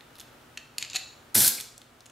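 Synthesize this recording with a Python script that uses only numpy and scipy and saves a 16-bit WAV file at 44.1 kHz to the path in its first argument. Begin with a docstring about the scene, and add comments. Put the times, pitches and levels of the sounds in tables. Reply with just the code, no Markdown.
"""A quick-connect air coupler snaps and lets out a short hiss of compressed air in a small hard room. First it
is worked by hand onto the steel plug of a blow gun: the plug ticks against its mouth, then clicks and scrapes
past the locking balls. Each click is a tiny crack plus ringing metal. At the snap, air rushes out with a low
puff and a thump until the valve shuts. A soft knock and a few handling ticks follow. The room echoes it all,
over quiet noise and a faint hum."""
import sys
import numpy as np
from scipy import signal
from scipy.fft import rfft, irfft, next_fast_len
from scipy.io import wavfile

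SR = 44100
rng = np.random.default_rng(int(sys.argv[2]) if len(sys.argv) > 2 else 0)


def materialize(psi):
    """Save the field psi as 16-bit PCM at rate SR to the path in sys.argv[1].

    A 1-D psi becomes a single channel; in a 2-D psi each row is a channel.
    """
    bounded = np.clip(np.atleast_2d(psi).T, -1, 1)
    quanta = np.round(bounded * 32767).astype(np.int16)
    wavfile.write(sys.argv[1], SR, quanta)


N = 93095
TIME = np.arange(N) / SR
# the tone the coupler's body gives to a click or a scrape: (frequency [Hz], relative level [dB])
BODY_TONE = [(400, -22), (1400, -8.5), (2100, -2.5), (2700, 5), (3150, -3.5), (4300, 1.5), (5400, -9.5),
             (6900, 1.5), (8400, -7.5), (9700, -15), (11600, -11.5), (13500, -18), (16000, -32)]
# the bright tone of metal hitting metal: (frequency [Hz], relative level [dB])
CONTACT_TONE = [(100, -28), (600, -21.5), (1500, -3.5), (3000, 1.5), (7000, -2), (12000, -2), (16000, -16)]


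def amp(db):
    """Turns decibels into a number to multiply a sound by."""
    return 10 ** (np.asarray(db) / 20)


def unit(x):
    """Scales a signal so that its average strength (rms) is 1."""
    return x / np.sqrt(np.mean(x ** 2) + 1e-20)


def read(points, hz):
    """Looks up frequencies in a table, sliding between its rows on a pitch-like (log) scale."""
    table_hz, value = np.transpose(points)
    return np.interp(np.log(hz + 1), np.log(table_hz + 1), value)


def colour(x, points):
    """Turns lows and highs up or down by a table of (frequency [Hz], gain [dB])."""
    size = next_fast_len(len(x) + 2048)
    gain = amp(read(points, np.fft.rfftfreq(size, 1 / SR)))
    return irfft(rfft(x, size) * gain, size)[:len(x)]


def noise(tone):
    """Steady noise of strength 1 with the given tone."""
    return unit(colour(rng.standard_normal(N), tone))


def wander(hz):
    """A smooth random wobble of strength 1, moving at up to about the given rate."""
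    return unit(irfft(rfft(rng.standard_normal(N)) / (1 + (np.fft.rfftfreq(N, 1 / SR) / hz) ** 4), N))


def add(mix, start_s, sound):
    """Mixes a sound in at the given time."""
    part = mix[max(round(start_s * SR), 0):][:len(sound)]
    part += sound[:len(part)]


def stereo(mid, side):
    """Makes left and right from what both share (mid) and what sets them apart (side)."""
    return np.array([mid + side, mid - side])


def background():
    """Quiet room noise with a faint wavering hum."""
    # tone of the room noise: (frequency [Hz], relative level [dB])
    tone = [(15, -36), (25, -9.5), (145, -2.5), (190, -11.5), (229, -4), (591, -7.5), (840, -8.5),
            (1070, -11), (1290, -7), (1480, -9.5), (2160, -14.5), (2990, -15.5), (4740, -21.5),
            (12500, -27.5), (16000, -28.5)]
    # how wide it sounds: (frequency [Hz], side gain [dB])
    width = [(50, -20), (150, -14), (600, -4), (3000, -4), (9000, -4), (13000, -26)]
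    # its slow rise and fall: (time [s], level [dB])
    levels = [(0, -55.5), (.35, -54.5), (.7, -57), (1.25, -55.5), (1.9, -58.5), (2.11, -58)]
    # notes of the hum: (frequency [Hz], level [dB])
    hum_notes = [(118, -68), (142, -76), (240, -70.5)]
    sound = stereo(noise(tone), colour(noise(tone), width))
    sound *= amp(np.interp(TIME, *np.transpose(levels)))
    for hz, db in hum_notes:
        note = np.sin(2 * np.pi * hz * TIME + 0.49 * wander(hz=5.6))
        sound += amp(db) * unit(note * (1 + .4 * wander(hz=8.3)))
    return sound


def room_tail():
    """Many small echoes off hard walls, each range of pitch dying away at its own speed."""
    # how long the room rings: (frequency [Hz], time to fade by 60 dB [s])
    fade_times = [(100, 0.28), (400, 0.75), (1000, 0.46), (2700, 0.47), (4500, 0.54), (7300, 0.51),
                  (11000, 0.35), (16000, 0.24)]
    # tone of the echoes: (frequency [Hz], gain [dB])
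    tone = [(100, -11), (500, -1), (2500, 0.5), (5000, -2), (10000, -4.5), (16000, 3)]
    first_echo_s = 0.0032
    echoes = rng.standard_normal(SR) * (rng.random(SR) < .2) * (TIME[:SR] > first_echo_s)
    hz, t, spectrum = signal.stft(echoes, SR, nperseg=256)
    fade = amp(-60 * t / read(fade_times, hz)[:, None])
    tail = signal.istft(spectrum * fade, SR, nperseg=256)[1]
    return colour(tail / np.linalg.norm(tail), tone)


def room(x):
    """The room's echo of a sound, spread only a little to left and right."""
    # how wide the echo sounds: (frequency [Hz], side gain [dB])
    width = [(100, -17), (700, -7), (2500, -13.5), (5000, -9), (10000, -3.5), (11500, -18)]
    tails = stereo(room_tail(), colour(room_tail(), width))
    return signal.fftconvolve(x[None], tails, axes=1)[:, :N]


def strikes(hits, crack_tone, crack_fade_s, notes=()):
    """Each hit is a short crack plus any ringing notes; where it lands sets how strong four bands are."""
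    # middles of the four bands, from low to high: (frequency [Hz])
    bands_hz = [2600, 4300, 7000, 11000]
    crack_db, rise_s, grip_detune = 2, 0.00051, .008
    sound, t = np.zeros(N), TIME[:2048]
    hz = np.fft.rfftfreq(2 * len(t), 1 / SR)
    bands = np.array([np.interp(hz, bands_hz, row) for row in np.eye(len(bands_hz))])
    for start_s, *levels_db in hits:
        crack = unit(colour(rng.standard_normal(len(t)), crack_tone))
        hit = crack * amp(crack_db - 60 * t / crack_fade_s)
        for note_hz, db, fade_s in notes:
            pitch_hz = note_hz * (1 + grip_detune * rng.standard_normal())
            hit += amp(db - 60 * t / fade_s) * np.sin(2 * np.pi * (pitch_hz * t + rng.random()))
        spectrum = rfft(hit * np.minimum(t / rise_s, 1), 2 * len(t))
        # bring the energy in each band to this hit's level
        energy_db = 10 * np.log10((bands > .5) @ abs(spectrum) ** 2 / len(t))
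        gain = amp((np.array(levels_db) - energy_db) @ bands)
        add(sound, start_s, irfft(spectrum * gain)[:len(t)])
    return sound


def handling_ticks():
    """Small metal parts touch in the fingers and ring briefly."""
    # light touches: (time [s], level at 2.6, 4.3, 7 and 11 kHz [dB])
    hits = [(.0078, -27.5, -29, -46, -48), (.1545, -37, -27, -42, -33.5), (.1648, -43, -30, -46, -39),
            (.1831, -40, -32, -38, -31.5), (.1882, -32, -32, -48.5, -26), (.1979, -36, -24, -20.5, -47),
            (.2026, -29.5, -22.5, -27, -22.5), (.2114, -24, -29, -38, -26), (1.601, -18.5, -13.5, -27, -17),
            (1.6091, -25, -17, -17.5, -13), (1.7789, -41, -31, -20.5, -29.5), (1.8165, -32, -26, -37, -38),
            (2.0055, -47, -27.5, -33, -41), (2.0578, -35, -36, -29, -35), (2.063, -35, -38, -24, -37),
            (2.0982, -32.5, -45, -29.5, -46)]
    # notes of the small parts: (frequency [Hz], relative level [dB], time to fade by 60 dB [s])
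    notes = [(3505, 2, 0.01), (4080, -5, 0.013), (6320, 0, 0.0065), (10070, -4, 0.015)]
    return strikes(hits, CONTACT_TONE, crack_fade_s=0.017, notes=notes)


def soft_knock():
    """A short, soft, hollow knock as the parts separate."""
    # tone of the knock: (frequency [Hz], relative level [dB])
    tone = [(1000, -22), (1800, -15), (2100, -2), (2450, -4.5), (4000, -20), (9000, -35)]
    peak_s, half_length_s, level_db = 1.586, 0.007, -40.5
    return amp(level_db) * noise(tone) * np.exp(-((TIME - peak_s) / half_length_s) ** 2)


def scrapes():
    """Metal slides on metal in many tiny slips that swell as the push builds."""
    # the slides: (start [s], length [s], top level [dB])
    slides = [(0.806, 0.017, -36), (0.823, 0.0087, -45.5), (0.931, .024, -35), (0.981, 0.021, -45)]
    slips_per_s = 9000
    level = np.zeros(N)
    for start, length, db in slides:
        level += amp(db) * np.interp(TIME, [start, start + 0.93 * length, start + length], [0, 1, 0])
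    slips = rng.standard_normal(N) * (rng.random(N) < slips_per_s / SR)
    return level * unit(colour(slips, BODY_TONE))


def seating_knock():
    """The plug goes all the way in and knocks the whole blow gun, which rings once."""
    # low notes of the gun: (frequency [Hz], relative level [dB], time to fade by 60 dB [s])
    notes = [(367, -13.5, 0.12), (750, -2.5, 0.07), (1312, -3, 0.03), (1760, -4.5, 0.0197)]
    start_s, level_db = 0.95, -38
    age = np.maximum(TIME - start_s, 0)
    return sum(amp(level_db + db - 60 * age / fade_s) * np.sin(2 * np.pi * hz * age)
               for hz, db, fade_s in notes)


def plug_clicks():
    """The plug hits the inside of the coupler; the hand around it cuts the ringing short."""
    # hits of the plug: (time [s], level at 2.6, 4.3, 7 and 11 kHz [dB])
    hits = [(.574, -11.5, -16, -17.5, -29), (.7824, -11.5, -4.5, -8, -11), (.8251, -9.5, -6.5, -9.5, -24.5),
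            (.8483, -21, -20.5, -21, -41), (.8993, -32, -16, -17.5, -37.5), (.9036, -28.5, -30, -32, -45),
            (.9082, -36, -28.5, -20, -43), (.9131, -34, -23.5, -35.5, -50), (.9177, -24, -27.5, -29, -46.5),
            (.9321, -18.5, -17, -18, -46.5), (.945, -22.5, -19.5, -24, -42.5),
            (.9476, -19.5, -15, -17, -43), (.9518, -15.5, -15, -19, -31), (.9548, -19, -11, -16, -17.5),
            (.9591, -9.5, -2, -3.5, -25), (.9612, -6.5, -13, -8, -22.5), (.9662, -18.5, -4, -14, -16)]
    # notes of the coupler: (frequency [Hz], relative level [dB], time to fade by 60 dB [s])
    notes = [(1630, -22, .009), (2150, -16.5, .009), (2668, 1.5, .012), (3860, 0, .007), (4360, -1, 0.012),
             (6730, -9, 0.0077), (7200, -2, 0.0096), (9470, -5, 0.014), (10100, -5, 0.012),
             (11500, 1, 0.0093), (12400, -8, .006)]
    return strikes(hits, BODY_TONE, crack_fade_s=0.022, notes=notes)


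def thump():
    """The coupler kicks back into the hand as the pressure lets go: one dull, low note."""
    start_s, rise_s, fade_s, pitch_hz, level_db = 1.3585, 0.0016, 0.039, 180, -26.5
    age = np.maximum(TIME - start_s, 0)
    level = np.minimum(age / rise_s, 1) * amp(level_db - 60 * age / fade_s)
    return level * np.sin(2 * np.pi * pitch_hz * age)


def snaps():
    """Two sharp cracks: the sleeve snaps as the air breaks out, then the valve shuts."""
    # the two cracks: (time [s], level at 2.6, 4.3, 7 and 11 kHz [dB])
    hits = [(1.3525, -4, -10, -14, 8), (1.4775, -18, -5.5, 0.5, 4)]
    return strikes(hits, CONTACT_TONE, crack_fade_s=0.014)


def air_burst():
    """Air hisses out, with a few breathy pitched peaks, until the valve shuts.
    A low puff dies away as the pressure drops."""
    # tone of the hiss: (frequency [Hz], relative level [dB])
    hiss_tone = [(290, -44), (500, -13.5), (569, -28), (727, -40), (852, -27), (1100, -32), (1470, -13),
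                 (1850, -22.5), (2110, -10.5), (2690, -16.5), (3490, -6.5), (3970, -10), (4150, -2.5),
                 (4460, -7), (5220, -6.5), (6480, -5.5), (12000, 2), (12900, -2), (15600, -17.5)]
    # breathy peaks in the hiss: (frequency [Hz], width [Hz], level [dB])
    hiss_peaks = [(860, 56, -49), (1590, 150, -42), (5310, 500, -36)]
    # tone of the low push of air: (frequency [Hz], relative level [dB])
    puff_tone = [(30, -32), (65, -22), (110, -1), (180, -6.5), (255, -2.5), (400, -14), (700, -16),
                 (2000, -37.5)]
    open_s, rise_s, shut_s, closing_s = 1.3435, 0.0067, 1.4823, 0.0068
    hiss_db, swell_db, flutter_db = -20, 1, 1.5
    puff_start_s, puff_rise_s, puff_db, puff_fade_db_per_s = 1.354, 0.0044, -28, 156.5
    opening = np.clip((TIME - open_s) / rise_s, 0, 1)
    closing = np.exp(-np.maximum(TIME - shut_s, 0) / closing_s)
    progress = np.clip((TIME - open_s) / (shut_s - open_s), 0, 1)
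    hiss = noise(hiss_tone) * amp(hiss_db + swell_db * (progress - .5) + flutter_db * wander(hz=199))
    for hz, width, db in hiss_peaks:
        peak_filter = signal.iirpeak(hz, hz / width, SR)
        hiss += amp(db) * unit(signal.lfilter(*peak_filter, rng.standard_normal(N)))
    age = np.maximum(TIME - puff_start_s, 0)
    puff = noise(puff_tone) * np.minimum(age / puff_rise_s, 1) * amp(puff_db - puff_fade_db_per_s * age)
    return (hiss * opening + puff) * closing


def scene():
    """Metal and air in the middle, close by, with the room around them."""
    metal = plug_clicks() + seating_knock() + scrapes() + soft_knock() + handling_ticks()
    burst = air_burst() + thump() + snaps()
    echo = room(amp(db=-7.5) * metal + amp(db=-4) * burst)
    return metal + burst + echo + background()


def record(dry):
    """Cuts away the very highest treble."""
    cutoff_hz = 15780
    low_pass = signal.firwin(511, cutoff_hz, window=("kaiser", 9), fs=SR)
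    return signal.oaconvolve(dry, low_pass[None], "same")


dry = scene()
out = record(dry)
materialize(out)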